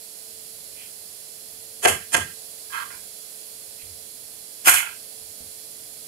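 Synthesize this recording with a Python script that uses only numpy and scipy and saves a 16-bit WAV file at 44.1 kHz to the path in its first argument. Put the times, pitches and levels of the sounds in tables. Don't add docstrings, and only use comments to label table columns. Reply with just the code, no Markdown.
import sys
import numpy as np
from scipy import signal
from scipy.fft import rfft, irfft
from scipy.io import wavfile

SR = 44100
rng = np.random.default_rng(int(sys.argv[2]) if len(sys.argv) > 2 else 0)


def waveform_to_disk(signal):
    frames = np.transpose(np.atleast_2d(signal))
    scaled = np.clip(frames, -1, 1) * 32767
    samples = np.round(scaled).astype(np.int16)
    wavfile.write(sys.argv[1], SR, samples)


N = 267687

# f/Hz, relative level per Hz/dB, left minus right/dB
HISS_SPECTRUM = [(30, -39.5, -18), (59.5, -16.5, 0), (99, -13, -0.5), (167, -15.5, 0), (400, -13, 0),
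                 (515, -15, -1), (625, -13.5, 6), (950, -19.5, 6), (1560, -21, -1.5), (3096, -15.5, 1.5),
                 (3870, -6, -10), (8000, -9, -6.5), (10600, -5.5, -5), (15000, -10.5, -10)]
# f/Hz, likeness (0 to 1)
LEFT_RIGHT_LIKENESS = [(60, 0.98), (300, 1), (520, 1), (700, 0.24), (1200, 0), (15000, 0.18)]
# f/Hz, rms level/dB
HUM_TONES = [(102, -80.5), (210, -73), (344, -81), (443, -61.5), (543.7, -69.5), (640.6, -70.5)]
# t/s, push level/dB, dull above f/Hz, share of the free ring time, left minus right/dB
THUDS = [(1.85, -28.5, 406, 0.8, 1), (2.143, -29.5, 302, 0.75, 1.5), (3.828, -44, 105, 0.93, -1),
         (3.863, -56, 105, 0.84, 3), (3.905, -53, 109, 1, -3), (3.934, -54, 110, .8, 1),
         (4.67, -33, 141, 0.56, -1), (5.402, -58, 700, 0.62, 1), (5.405, -37.5, 108, 0.31, -4.5),
         (.66, -56, 130, 0.78, 0), (1.535, -48, 153, 0.35, -5), (5.211, -53, 132, 0.98, -2)]
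# f/Hz, level/dB, time to fall 60 dB/s
COUNTER_MODES = [(40, -2.5, 0.052), (71, -5, 0.12), (92, -1, 0.12), (139, -4, 0.13), (226, 8.5, 0.062),
                 (632, 14, 0.11)]
# t/s, level/dB, swell length/s
RUSTLES = [(0.812, -53, 0.056), (3.812, -54, 0.025)]
# t/s, level/dB, dull above f/Hz, thin below f/Hz, clatter time to fall 60 dB/s,
# then the boost of lower plate modes/dB, upper plate modes/dB, blade/dB, and left minus right/dB
CONTACT_BURSTS = [(1.8513, 8, 10600, 380, 0.0064, 3, -2, -58, -1.5),
                  (1.8558, 7.5, 10700, 380, 0.005, -15, 3.5, -60, -8.5),
                  (1.8592, 9.5, 11100, 374, 0.0091, -0.5, -8, -63, 8.5),
                  (1.871, 2, 11500, 397, 0.13, 0, 5, -60, -5.5),
                  (1.8836, -1, 11000, 500, 0.012, -28, -20, -60, 14),
                  (2.1452, 7.5, 10400, 400, 0.007, -11, -1, -60, -4.5),
                  (2.1496, 7.5, 10600, 400, 0.007, -13, 1, -58, -2.5),
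                  (2.1528, 5.5, 10700, 290, 0.0046, -22, -9, -63, 3.5),
                  (2.163, -2, 10800, 400, 0.085, -23, -18, -58, -3.5),
                  (2.179, -14.5, 9000, 300, 0.0087, 10, -12, -60, 0),
                  (2.9016, -11.5, 2400, 890, 0.039, -29, 0, -60, -4),
                  (2.915, -24.5, 2200, 1000, 0.24, -29, 7.5, -60, -6),
                  (4.651, -8.5, 15000, 950, 1, -35, 8.5, -19, -5.5),
                  (4.6734, 8, 12000, 340, 0.024, -12, -14, 9, 6.5),
                  (4.675, 7.5, 13900, 1080, 0.31, -44, -8.5, -21.5, -2),
                  (4.682, 10.5, 14300, 1100, 0.007, -30, 5, -12, -7),
                  (4.6865, 14, 14000, 1110, 0.0055, -16, -1, -12, 9),
                  (4.692, 5, 14000, 1100, 0.01, -25, -1.5, 6.5, 0),
                  (4.697, 0, 14000, 1100, 0.005, -27.5, -15, -1, -2),
                  (4.7135, -7, 14000, 600, 0.0089, 2, -19, -14, 1),
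                  (4.7284, 2, 9000, 900, 0.017, -29, -5, -8, 6),
                  (4.742, 3.5, 14000, 900, 0.0077, -20, 0, -6, 1),
                  (4.773, -11, 9000, 900, 0.011, -23, 7, -8, -3),
                  (4.803, -13, 9000, 900, 0.0093, -11, 5, -2, -9),
                  (4.815, -12.5, 3570, 1100, 0.35, -30, 2, -21, -4.5)]
# f/Hz, relative level/dB, time to fall 60 dB/s
PLATE_MODES = [(365, 1, 0.032), (472, -1, 0.032), (571, -8.5, 0.045), (683, -1, 0.054), (1000, 0, 0.012),
               (1046, -4, 0.028), (1421, -5.5, 0.022), (1604, -4.5, 0.046), (2082, -1.5, 0.017),
               (2400, 2.5, 0.0067), (2698, -2, 0.017), (2872, 3.5, 0.007), (3336, -5, 0.011),
               (3340, -5, 0.011)]
# f/Hz, relative level/dB, time to fall 60 dB/s
BLADE_MODES = [(1474, -1.5, 0.035), (2200, -6, 0.017), (2810, -8, 0.036), (5170, -2.5, 0.015),
               (10000, -3.5, 0.018)]
# f/Hz, gain/dB
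CONTACT_COLOUR = [(2000, 0.5), (3600, -1.5), (4800, -2), (6500, 6.5), (10000, 5.5), (15500, 3.5)]
# t/s, level/dB, hold/s
CATCHES = [(2.698, -43.5, 0.018), (2.723, -32, 0.026), (2.747, -32, 0.045), (2.793, -34, 0.0089),
           (2.819, -33, 0.0044)]
# f/Hz, gain/dB
SCRAPE_COLOUR = [(600, -43), (850, -13), (1000, 8), (1500, 1.5), (2000, -6.5), (2800, -7.5), (4200, -5),
                 (5000, -12), (11000, -16)]
# f/Hz, time to fall 60 dB/s
ECHO_T60 = [(100, 0.52), (300, 0.22), (700, 0.18), (2000, 0.31), (6000, 0.23), (12000, 0.26)]
# f/Hz, left gain/dB, right gain/dB
PORTS = [(100, 0, 0), (450, 0, 0), (750, 4, -1), (1250, -5, 4), (2000, 0, 4), (3400, -2, 3),
         (3750, -12, -9), (4150, -2, -2), (5800, -4, -3), (6200, -6, -7), (6800, -4, 1), (9100, -9, 3),
         (9700, 0, 6), (12000, 1, 1), (15300, -3, -7)]

HISS_DB, HISS_WAVER_DB, RUMBLE_WAVER_DB = -38.5, 0.6, 2.9
HUM_WAVER_DB, HUM_WAVER_RAD = 1.5, 0.86
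ONSET_SWELL_DB, ONSET_SWELL_PER_DB, ONSET_SWELL_DB_S = -22, 1.0, 704
ONSET_SHARE = 0.025
CLATTER_LUMPY_DB, CLATTER_STOPS_S, CLATTER_STOP_DB_S = 2.5, 0.14, 700
OWN_CLATTER = 0.47
CRACK_DB, CRACK_UNDER_S, CRACK_WIDTH_S = 12, 0.03, 0.00006
UPPER_MODES_HZ = 900
SCRAPE_RISE_DB_S, SCRAPE_FALL_DB_S = 3000, 900
BURST_ECHO_DB, ECHO_DB, ECHO_BUILD_S, ECHO_LUMPY_DB = -7, 4.5, 0.00043, 2
LEFT_LAG_S = 0.00045
LIMIT_DB, RELEASE_DB_S, SQUEEZE = -16.5, 238, 0.33
CUTOFF_HZ = 15640


def amp(db):
    return 10 ** (np.asarray(db) / 20)


def rms_one(x):
    return x / np.sqrt(np.mean(x ** 2) + 1e-20)


def pan(db):
    return amp(np.multiply.outer([0.5, -0.5], np.atleast_1d(db)))


def at_hz(points, hz, column=1):
    table = np.array(points)
    return np.interp(np.log(hz + 1), np.log(table[:, 0]), table[:, column])


def butter(x, order, hz, kind="low"):
    return signal.sosfilt(signal.butter(order, hz, kind, fs=SR, output="sos"), x)


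def colour(x, points, column=1):
    response_db = at_hz(points, np.fft.rfftfreq(8192, 1 / SR), column)
    cepstrum = irfft(np.log(amp(response_db)))
    cepstrum[1:4096] *= 2
    cepstrum[4097:] = 0
    impulse = irfft(np.exp(rfft(cepstrum)))
    return signal.oaconvolve(x, impulse)[:len(x)]


def stereo_noise(size):
    hz = np.fft.rfftfreq(size, 1 / SR)
    mid, side = rfft(rng.standard_normal((2, size)))
    alike = at_hz(LEFT_RIGHT_LIKENESS, hz)
    shared = np.sqrt(0.5 + alike / 2) * mid
    opposed = np.sqrt(0.5 - alike / 2) * side
    return shared + opposed * [[1], [-1]], hz


def drift(rate):
    knots = rng.standard_normal(1000)
    return np.interp(np.arange(N) / SR * rate, np.arange(1000), knots)


def ring(x, modes):
    out = 0
    for k, (hz, db, t60) in enumerate(modes):
        r = amp(-60 / (t60 * SR))
        w = 2 * np.pi * hz / SR
        mode = signal.lfilter([0, amp(db) * np.sin(w)], [1, -2 * r * np.cos(w), r * r], x + 1e-18)
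        out = out + (-1) ** k * mode
    return out


def grit(size, per_s, uneven_db):
    extra_db = uneven_db * np.minimum(rng.exponential(1, size), 4)
    sizes = amp(extra_db) * rng.choice([-1, 1], size)
    return rms_one(sizes * (rng.random(size) < per_s / SR))


def hiss():
    spectra, hz = stereo_noise(N)
    balance = pan(at_hz(HISS_SPECTRUM, hz, column=2))
    spectra = spectra * amp(at_hz(HISS_SPECTRUM, hz)) * balance
    bass = 1 / (1 + (hz / 250) ** 4)
    bright = amp(HISS_WAVER_DB * drift(2.37)) * irfft(spectra * (1 - bass), N)
    rumble = amp(RUMBLE_WAVER_DB * drift(4.84)) * irfft(spectra * bass, N)
    return amp(HISS_DB) * rms_one(bright + rumble)


def hum():
    t, total = np.arange(N) / SR, 0
    for hz, db in HUM_TONES:
        level = np.sqrt(2) * amp(db + HUM_WAVER_DB * drift(6.7))
        tone = np.sin(2 * np.pi * hz * t + HUM_WAVER_RAD * drift(2.57))
        total = total + level * pan(at_hz(HISS_SPECTRUM, hz, column=2)) * tone
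    return total


def thuds():
    out, click = np.zeros((2, N)), np.arange(SR // 2) == 0
    for s, db, dull_hz, share, pan_db in THUDS:
        push = butter(click, 3, dull_hz)
        modes = [(hz, gain_db, share * t60) for hz, gain_db, t60 in COUNTER_MODES]
        at = round(s * SR)
        out[:, at:at + len(click)] += amp(db) * pan(pan_db) * ring(push, modes)
    return out


def rustles():
    t = np.arange(N) / SR
    grains = butter(grit(N, 2300.0, 4.8), 2, [2100, 3600], "band")
    swells = sum(amp(db) * np.exp(-((t - s) / length) ** 2) for s, db, length in RUSTLES)
    return rms_one(grains) * swells


def burst_shape(t, db, clatter_s):
    after = np.maximum(t, 0)
    onset_swell = np.where(t < 0, amp(ONSET_SWELL_DB + ONSET_SWELL_PER_DB * db + ONSET_SWELL_DB_S * t), 0)
    rise = 1 - np.exp(-after / (ONSET_SHARE * clatter_s))
    fall = amp(-60 * after / clatter_s)
    stop_db = CLATTER_STOP_DB_S * np.maximum(t - CLATTER_STOPS_S, 0)
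    return (onset_swell + rise * fall) * amp(CLATTER_LUMPY_DB * drift(116.6)[:len(t)] - stop_db)


def contact_bursts():
    direct, t = np.zeros((2, N)), np.arange(SR // 3) / SR - 0.03
    for s, db, dull_hz, thin_hz, clatter_s, low_db, high_db, blade_db, pan_db in CONTACT_BURSTS:
        shape = burst_shape(t, db, clatter_s)
        touch = amp(CRACK_DB) * (clatter_s < CRACK_UNDER_S) * np.exp(-(t / CRACK_WIDTH_S) ** 2)
        plate = [(hz, g + (low_db if hz < UPPER_MODES_HZ else high_db), t60) for hz, g, t60 in PLATE_MODES]
        blade = [(hz, g + blade_db, t60) for hz, g, t60 in BLADE_MODES]
        shared, ports = grit(len(t), 9000.0, 4.4), []
        for _ in range(2):
            own = grit(len(t), 9000.0, 3.3)
            clatter = np.sqrt(1 - OWN_CLATTER) * shared + np.sqrt(OWN_CLATTER) * own
            contact = 0.22 * (clatter * shape + touch)
            modes = [(hz, g + rng.normal(0, 2.6), t60) for hz, g, t60 in plate + blade]
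            ports.append(colour(contact, CONTACT_COLOUR) + amp(-29.0) * ring(contact, modes))
        sound = butter(butter(ports, 4, dull_hz), 2, thin_hz, "high")
        at = round((s + t[0]) * SR)
        direct[:, at:at + len(t)] += amp(db) * pan(pan_db) * sound
    return direct, amp(BURST_ECHO_DB) * direct


def scrape():
    t, level = np.arange(N) / SR, 0
    for s, db, hold in CATCHES:
        rise_db = SCRAPE_RISE_DB_S * np.minimum(t - s, 0)
        fall_db = SCRAPE_FALL_DB_S * np.maximum(t - s - hold, 0)
        level = level + amp(np.maximum(db + rise_db - fall_db, -200))
    slips = grit(N, 2500.0, 3.0) * level
    return colour(slips + amp(-26.5) * ring(slips, PLATE_MODES), SCRAPE_COLOUR) * pan(-5.5)


def kitchen(x):
    size = SR
    spectra, hz = stereo_noise(size)
    t, echo = np.arange(size) / SR, 0
    for centre in 62.5 * 2 ** np.arange(9):
        band = np.clip(1 - abs(np.log2((hz + 1) / centre)), 0, 1)
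        fall_db = 60 * t / at_hz(ECHO_T60, centre)
        echo = echo + irfft(spectra * band, size) * amp(ECHO_LUMPY_DB * drift(67.0)[:size] - fall_db)
    echo = echo * (1 - np.exp(-t / ECHO_BUILD_S)) / np.sqrt(SR / 30)
    return signal.oaconvolve(x, echo, axes=1)[:, :N]


def scene():
    steady = hiss() + hum()
    soft = thuds() + rustles() + scrape()
    direct, feed = contact_bursts()
    close = direct + soft
    samples = np.arange(N)
    close[0] = np.interp(samples - np.round(LEFT_LAG_S * SR), samples, close[0])
    return close + amp(ECHO_DB) * kitchen(feed + soft) + steady


def record(dry):
    x = np.array([colour(dry[0], PORTS, column=1), colour(dry[1], PORTS, column=2)])
    power = signal.lfilter([0.01], [1, -0.99], 2 * (x ** 2).max(0))
    level_db = 10 * np.log10(power + 1e-12)
    ramp = RELEASE_DB_S * np.arange(N) / SR
    held_db = np.maximum.accumulate(level_db + ramp) - ramp
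    duck_db = SQUEEZE * np.maximum(held_db - LIMIT_DB, 0)
    x = np.clip(x * amp(-duck_db), -1, 1)
    return signal.sosfilt(signal.ellip(10, 0.5, 60, CUTOFF_HZ, fs=SR, output="sos"), x)


dry = scene()
out = record(dry)
waveform_to_disk(out)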